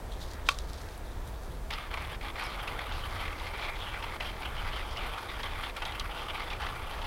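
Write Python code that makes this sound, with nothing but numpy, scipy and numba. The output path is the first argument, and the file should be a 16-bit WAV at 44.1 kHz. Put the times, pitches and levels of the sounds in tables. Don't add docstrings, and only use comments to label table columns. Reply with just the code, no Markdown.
import sys
import numpy as np
from scipy import signal
from scipy.io import wavfile
from scipy.ndimage import uniform_filter1d
from numba import njit

SR = 44100
rng = np.random.default_rng(int(sys.argv[2]) if len(sys.argv) > 2 else 0)


def volts_from_decibels(level):
    exponent = np.asarray(level, float) / 20
    return 10 ** exponent


def store_pcm(level_fs):
    pcm = np.round(np.clip(level_fs, -1, 1) * 32767).astype(np.int16)
    wavfile.write(sys.argv[1], SR, np.atleast_2d(pcm).T)


N = 311346
T = np.arange(N) / SR
CRANK_START_S = 1.705

# centre [Hz], width [Hz], level [dB].
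GRIT_MODES = [(7360, 1800, -8), (9940, 2500, 4.5), (11750, 2200, -2), (12900, 1900, 0)]
# time [s], load on the burrs [dB],
# upper body re load [dB], hollow between hand and mill [Hz].
HANDLE_PUSHES = [(1.73, -44, 1, 2860), (1.95, -43.5, -1, 2300), (2.13, -47.5, -1, 2570),
                 (2.23, -46, -0.5, 2290), (2.42, -41, 1.5, 2410), (2.68, -41.5, -1, 2870),
                 (2.79, -42, -2.5, 2250), (2.92, -42, -2.5, 3100), (3.04, -44.5, -1, 2840),
                 (3.21, -41.5, 0.5, 2510), (3.44, -45, 1, 2750), (3.67, -40.5, -0.5, 2390),
                 (3.86, -44, -0.5, 2960), (4.03, -42, -2.5, 2680), (4.23, -43, 2.5, 2600),
                 (4.44, -43, -3.5, 2400), (4.67, -42, -3, 2420), (4.76, -42, -0.5, 3060),
                 (5.05, -41, -1.5, 2430), (5.17, -41.5, -2, 2650), (5.44, -43, 0.5, 3370),
                 (5.64, -41.5, 0.5, 2840), (5.83, -40, -2, 2760), (6.0, -43.5, -2, 3040),
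                 (6.2, -41, -4, 3200), (6.37, -40, -1, 2350), (6.52, -43.5, -0.5, 2730),
                 (6.63, -39, -2, 2930), (6.92, -43, -2, 2660), (7.03, -42.5, -3, 2900)]


def level(x, db):
    return x * volts_from_decibels(db) / np.sqrt(np.mean(x ** 2))


def walk(db, rate):
    k = max(int(SR / 32 / rate), 2)
    held = np.repeat(rng.standard_normal(N // 32 // k + 2), k)
    slewed = uniform_filter1d(uniform_filter1d(held, k), k)
    gain = volts_from_decibels(1.3 * db * slewed)
    return np.interp(np.arange(N), 32 * np.arange(len(gain)), gain)


def swell(s, db, rise_db_s, fall_db_s):
    return volts_from_decibels(db - np.where(T < s, rise_db_s * (s - T), fall_db_s * (T - s)))


def band(x, hz, width_hz):
    return signal.lfilter(*signal.iirpeak(hz, hz / width_hz, fs=SR), x)


def steep(x, hz, width_hz):
    return band(band(x, hz, 1.44 * width_hz), hz, 1.44 * width_hz)


def ring(hz, t60_s, size):
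    t = T[:size]
    return np.sin(2 * np.pi * hz * t) * 1000. ** (-t / t60_s)


def grains(rate_hz, spread_db, surge_db, powder_db):
    chance = rng.random((2, N))
    size_db = np.minimum(-spread_db * np.log(1 - chance[1]), 14)
    clicks = level((chance[0] < rate_hz / SR) * volts_from_decibels(size_db), 0)
    powder = level(np.abs(rng.standard_normal(N)), powder_db)
    return (clicks + powder) * walk(surge_db, 160) * walk(surge_db, 85)


def body(clicks, modes, wander_db):
    out = np.zeros(N)
    for hz, width_hz, db in modes:
        struck = clicks * rng.standard_normal(N) * volts_from_decibels(db) * walk(wander_db, 20)
        out += steep(struck, hz, width_hz)
    power = uniform_filter1d(uniform_filter1d(out ** 2, size=2200), size=2200)
    return out / np.sqrt(power + 1e-12)


def knocks(events, t60_s, spread, thud_hz, top_hz):
    size = 2048
    out = np.zeros(N + size)
    noise = rng.standard_normal(N + size)
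    fade = 1000. ** (-T[:size] / t60_s)
    for s, db, hz, thud_db, top_db in events:
        at = slice(int(s * SR), int(s * SR) + size)
        burst = noise[at] * fade
        burst[0] = 4
        splinters = steep(burst, hz, spread * hz)
        thud = steep(burst, thud_hz, 0.89 * thud_hz)
        splash = steep(burst * fade, top_hz, 3400)
        for part, part_db in ((splinters, 0), (thud, thud_db), (splash, top_db)):
            out[at] += volts_from_decibels(db + part_db) * part / np.abs(part).max()
    return out[:N]


def air(spectrum, per_octave, swell_db, flicker_db, flicker_rate):
    hz, db = np.transpose(spectrum)
    octaves = np.arange(0, np.log2(hz[-1] / hz[0]), 1 / per_octave)
    out = np.zeros(N)
    for f in hz[0] * 2 ** octaves:
        noise = steep(rng.standard_normal(N), f, .3 * f)
        band_db = np.interp(np.log(f), np.log(hz), db)
        out += noise * volts_from_decibels(band_db) * walk(flicker_db, flicker_rate)
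    return level(out * walk(swell_db, .7), 0)


def wind():
    # time [s], rumble [dB].
    gusts = [(0.0, -41), (0.27, -40.5), (1.08, -42.5), (1.16, -40), (1.69, -40), (1.87, -46.5),
             (1.97, -39.5), (2.5, -43), (2.77, -38.5), (2.85, -45.5), (2.95, -37.5), (3.38, -42),
             (5.11, -40), (5.19, -46), (5.35, -41), (5.74, -44.5), (5.84, -42), (7.06, -40)]
    # frequency [Hz], density [dB per Hz].
    rumble_spectrum = [(8.2, -29), (14, -1.5), (27, 3.5), (45, 0.5), (78, -4), (123, -17.5), (178, -19),
                       (260, -29.5), (340, -52), (570, -120)]
    # frequency [Hz], density [dB per Hz].
    needle_spectrum = [(100, -33), (200, -4.5), (400, 0.5), (800, -2.5), (1600, -10), (2600, -17.5),
                       (5000, -23.5), (10000, -27), (16000, -28)]
    gust_s, gust_db = np.transpose(gusts)
    rumble_db = np.interp(T, gust_s, gust_db) + 1.5
    rumble = air(rumble_spectrum, per_octave=2.4, swell_db=0.52, flicker_db=1.0, flicker_rate=5)
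    hiss = air(needle_spectrum, per_octave=2.2, swell_db=.4, flicker_db=.8, flicker_rate=8)
    return volts_from_decibels(rumble_db) * rumble * walk(0.8, 7) + volts_from_decibels(-48) * hiss


def bean_rattle():
    # time [s], fade [s], rattle [dB], top re rattle [dB].
    shake_rows = [(.124, 0.043, -53, -18), (.215, 0.044, -47, -11), (.31, 0.13, -53.5, -15),
                  (.39, .04, -53.5, -15), (.465, 0.024, -46, -26), (.5, 0.04, -40, -28),
                  (.6, .05, -53, -16), (.694, .03, -53, -8), (.742, 0.044, -53, -16), (.782, .02, -52, -20),
                  (.816, .07, -54, -10), (.89, 0.054, -52.5, -14), (1.068, 0.092, -62, -5),
                  (1.278, .05, -58, -1), (1.44, .05, -60, -3), (1.52, .05, -63, 2)]
    # centre [Hz], width [Hz], level [dB].
    shell_modes = [(1680, 600, -2.5), (3610, 600, 0), (4360, 2100, -6), (6000, 4500, -14)]
    rise_ratio, rest_db = 0.38, -67.5
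    shakes = [swell(s, db, 10 / (rise_ratio * fade_s), 10 / fade_s) for s, fade_s, db, _ in shake_rows]
    tops = [shake * volts_from_decibels(row[3]) for shake, row in zip(shakes, shake_rows)]
    beans = grains(rate_hz=3100, spread_db=4.0, surge_db=1.0, powder_db=-10)
    shell = (np.max(shakes, axis=0) + volts_from_decibels(rest_db)) * body(beans, shell_modes, wander_db=-4.5)
    top = np.max(tops, axis=0) * body(beans, GRIT_MODES, wander_db=0.0)
    return (T < CRANK_START_S) * (shell + top)


def ticks():
    # time [s], peak [dB], ring [Hz], low thud re peak [dB], top re peak [dB]. The rows from
    # 1.7 s on are the bright tops of splitting beans.
    tick_rows = [(0.1236, -47, 3710, -16, -18), (0.3097, -47, 4640, -16, -15),
                 (0.3347, -34, 4270, -16, -19), (0.3414, -38, 4320, -16, -10), (0.3914, -47, 3850, -16, -7),
                 (0.5871, -20, 4360, -13, -19), (0.6934, -50, 3920, -16, 1), (0.7326, -29, 4460, -21, -17),
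                 (0.7766, -41, 4310, -16, -22), (0.8135, -41, 4050, -16, -11), (0.888, -37, 3730, -16, -16),
                 (0.9774, -43, 3630, -16, 7), (1.708, -40, 5000, -16, -2), (2.0231, -39, 5000, -16, -4),
                 (2.438, -42, 5200, -16, 9), (5.7665, -37, 4800, -16, -2), (5.998, -30.5, 5550, -24, -26)]
    delayed = np.add(tick_rows, [.0007, 0, 0, 0, 0])
    return knocks(delayed, t60_s=.006, spread=.8, thud_hz=1900, top_hz=8500)


def cap_snap():
    # time [s], level [dB].
    snap_blows = [
        (.4885, -8),
        (.4906, -9),
        (.4922, -14),
    ]
    # frequency [Hz], level [dB], t60 [s].
    cap_modes = [(1134, -16, .15), (1168, -16, .15), (1190, -1, .011), (1450, -4, .012), (1700, -6, .01),
                 (2300, -2, .011), (2600, 2, .014), (3128, -3, .012), (3585, -6, .015), (4900, -9, .01),
                 (5911, -13, .01), (7400, -15, .006), (8900, -12, .006), (11500, -12, .005)]
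    blows = np.zeros(N)
    for s, db in snap_blows:
        blows[int(s * SR):][:3] = volts_from_decibels(db - 3.5) * np.array([.5, 1, .5])
    ringing = sum(-volts_from_decibels(db - 9.5) * ring(hz, t60_s, size=8192) for hz, db, t60_s in cap_modes)
    cap = signal.fftconvolve(blows, ringing)[:N]
    cap = signal.sosfilt(signal.butter(5, 1080, "high", fs=SR, output="sos"), cap)
    cap[int(snap_blows[0][0] * SR):][:4096] += volts_from_decibels(-27) * ring(610, t60_s=0.024, size=4096)
    return cap


def effort(level_db, rise_db_s, fall_db_s, coast_db):
    swells = [swell(row[0], db, rise_db_s, fall_db_s) for row, db in zip(HANDLE_PUSHES, level_db)]
    pushes = np.max(swells, axis=0)
    return 10 * np.log10(pushes ** 2 + volts_from_decibels(coast_db) ** 2)


def burr_bite():
    # start [s], end [s], depth [dB].
    stalls = [(1.868, 1.907, -8), (2.167, 2.21, -16), (2.318, 2.357, -10.5), (2.664, 2.675, -5),
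              (2.884, 2.892, -6), (3.709, 3.79, -3.5), (4.178, 4.202, -13), (4.324, 4.382, -4.5),
              (5.713, 5.764, -11.5), (5.81, 5.82, -6), (6.546, 6.6, -5.5)]
    bite = 1. * (T > CRANK_START_S)
    for start_s, end_s, db in stalls:
        bite *= volts_from_decibels(np.interp(T, [start_s - .012, start_s, end_s - .002, end_s], [0, db, db, 0]))
    return bite


@njit
def hollow(x, hz, width_hz):
    y, bp, lp = np.empty(len(x)), 0., 0.
    for i in range(len(x)):
        g, k = np.tan(np.pi * hz[i] / SR), width_hz / hz[i]
        v = (bp + g * (x[i] - lp)) / (1 + g * (g + k))
        bp, lp, y[i] = 2 * v - bp, lp + 2 * g * v, k * v
    return y


def grinding(crumbs):
    # centre [Hz], width [Hz], level [dB].
    low_modes = [(434, 230, -8), (612, 240, -7), (864, 265, 1.5), (1179, 203, 2.5), (1434, 183, -3)]
    # centre [Hz], width [Hz], level [dB].
    high_modes = [(1700, 430, -0.5), (2083, 310, 0.5), (2326, 226, -6.5), (2846, 770, -5),
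                  (3150, 244, -2.5), (3490, 300, -2.5), (4050, 860, -10.5), (4830, 970, -14)]
    _, push_db, bright_db, _ = np.transpose(HANDLE_PUSHES)
    load_db = effort(push_db, rise_db_s=29, fall_db_s=40, coast_db=-52.5)
    upper_db = effort(push_db + bright_db, rise_db_s=70, fall_db_s=67, coast_db=-49)
    grit_db = -62 + 0.55 * (upper_db + 42)

    rest_hz, grip_s = 2300, 0.048
    hollow_hz = np.full(N, float(rest_hz))
    for s, _, _, hz in HANDLE_PUSHES:
        hollow_hz += (hz - rest_hz) * np.exp(-((T - s) / grip_s) ** 2)

    upper = body(crumbs, high_modes, wander_db=2.5)
    glide = hollow(hollow(upper, hollow_hz, 660.0), hollow_hz, 660.0)
    upper = level(upper + level(glide, -11) * walk(1.8, 18), 0)
    low = body(crumbs, low_modes, wander_db=2.0)
    grit = body(crumbs, GRIT_MODES, wander_db=0.0)
    sparks = grains(rate_hz=100, spread_db=4, surge_db=0.1, powder_db=-30)
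    specks = level(steep(sparks, 10600, 3000), -8)
    sound = volts_from_decibels(load_db) * low * walk(0.3, 30) + volts_from_decibels(upper_db) * upper * walk(1.5, 60)
    return sound + volts_from_decibels(grit_db) * (grit * walk(2.6, 70) + specks)


def cracks():
    # time [s], peak [dB], ring [Hz], top re peak [dB].
    splits = [(1.7072, -24, 2170, -10), (1.7362, -25, 3830, -24), (1.9406, -23, 2120, -24),
              (1.9727, -28, 2100, -24), (2.2121, -30, 2280, -24), (2.3039, -31, 2360, -24),
              (2.3463, -38, 3080, -24), (2.6776, -23.5, 2380, -24), (2.791, -24.5, 2120, -24),
              (2.922, -27, 3200, -24), (2.9944, -32, 2220, -24), (3.0273, -39, 3010, -24),
              (3.2797, -26, 1980, -24), (3.802, -33, 2930, -26), (3.937, -31, 2050, -24),
              (4.026, -28, 3100, -24), (4.2062, -23, 2400, -24), (4.7579, -39, 3150, -24),
              (4.9715, -26.5, 2940, -26), (5.0327, -31, 2550, -24), (5.4316, -27, 3430, -24),
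              (5.7671, -27.5, 2660, -24), (5.8219, -26, 2860, -24), (5.8527, -23.5, 3260, -24),
              (5.997, -21, 3370, -28), (6.5029, -26.5, 2930, -24), (6.533, -23.5, 2340, -24),
              (6.62, -30.5, 3220, -24), (6.666, -28, 1880, -24), (7.0167, -33, 3280, -24)]
    count = 36
    chance = rng.random((count, 3)).T
    chip_s = CRANK_START_S + chance[0] * (T[-1] - CRANK_START_S)
    chip_db = -33.5 + 4.5 * (2 * chance[1] - 1)
    chip_hz = 2070 + chance[2] ** 2 * (3400 - 2070)
    chips = np.transpose([chip_s, chip_db, chip_hz, np.full(count, -25.)])
    s, db, hz, top_db = np.vstack([splits, chips]).T
    thud_db = -3.5 - 11 * (hz / 1000 - 2)
    events = np.transpose([s, db, hz, thud_db, top_db])
    return knocks(events, t60_s=0.033, spread=0.32, thud_hz=930, top_hz=10700)


def scrapes(crumbs):
    # time [s], centre [Hz], level [dB].
    scrape_rows = [(1.72, 3620, -46), (1.735, 4900, -50), (2.42, 1200, -45), (4.45, 1150, -45),
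                   (6.4, 1250, -48), (2.14, 3180, -47), (2.45, 5200, -51.5), (2.61, 3150, -41.5),
                   (3.04, 2980, -44), (3.2, 3120, -46), (3.82, 3300, -44.5), (3.95, 2060, -42),
                   (4.28, 3100, -45), (4.46, 2900, -39.5), (4.59, 3050, -42.5), (4.98, 2900, -44),
                   (5.05, 2400, -46), (5.3, 3640, -45), (5.35, 3150, -47), (5.66, 3400, -45),
                   (6.12, 3000, -43.5), (6.21, 3200, -48), (6.3, 3000, -41), (6.88, 3030, -48)]
    out, rub = np.zeros(N), crumbs * rng.standard_normal(N)
    for s, hz, db in scrape_rows:
        at = slice(int(s * SR) - 4096, int(s * SR) + 4096)
        swish = level(steep(rub[at], hz, width_hz=390), db)
        out[at] += swish * np.exp(-((T[at] - s) / 0.018) ** 2)
    return out


def mill():
    bite = burr_bite()
    crumbs = grains(rate_hz=2500, spread_db=4, surge_db=1.5, powder_db=0.5)
    steady = grinding(crumbs) + scrapes(crumbs)
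    return bite * steady + np.roll(bite, -200) * volts_from_decibels(-3.5) * cracks()


def scene():
    air_noise = wind()
    near = bean_rattle() + ticks() + cap_snap() + mill()
    scatter = level(rng.standard_normal(8192) * 1000. ** (-T[:8192] / .15), -56)
    mono = near + signal.fftconvolve(near, scatter)[:N] + air_noise
    return np.array([mono, mono])


def roll_off(x):
    return signal.sosfilt(signal.butter(12, 16830, fs=SR, output="sos"), x)


def record(dry):
    treble_hiss = level(band(rng.standard_normal(N), 14400, 9200), -75)
    low_hiss = level(band(rng.standard_normal(N), 210, 190), -86)
    hiss = treble_hiss + low_hiss
    cut = signal.ellip(8, .2, 60, 15800, fs=SR, output="sos")
    mix = signal.sosfilt(cut, dry + np.array([hiss, -hiss]))
    return roll_off(mix)


dry = scene()
out = record(dry)
store_pcm(out)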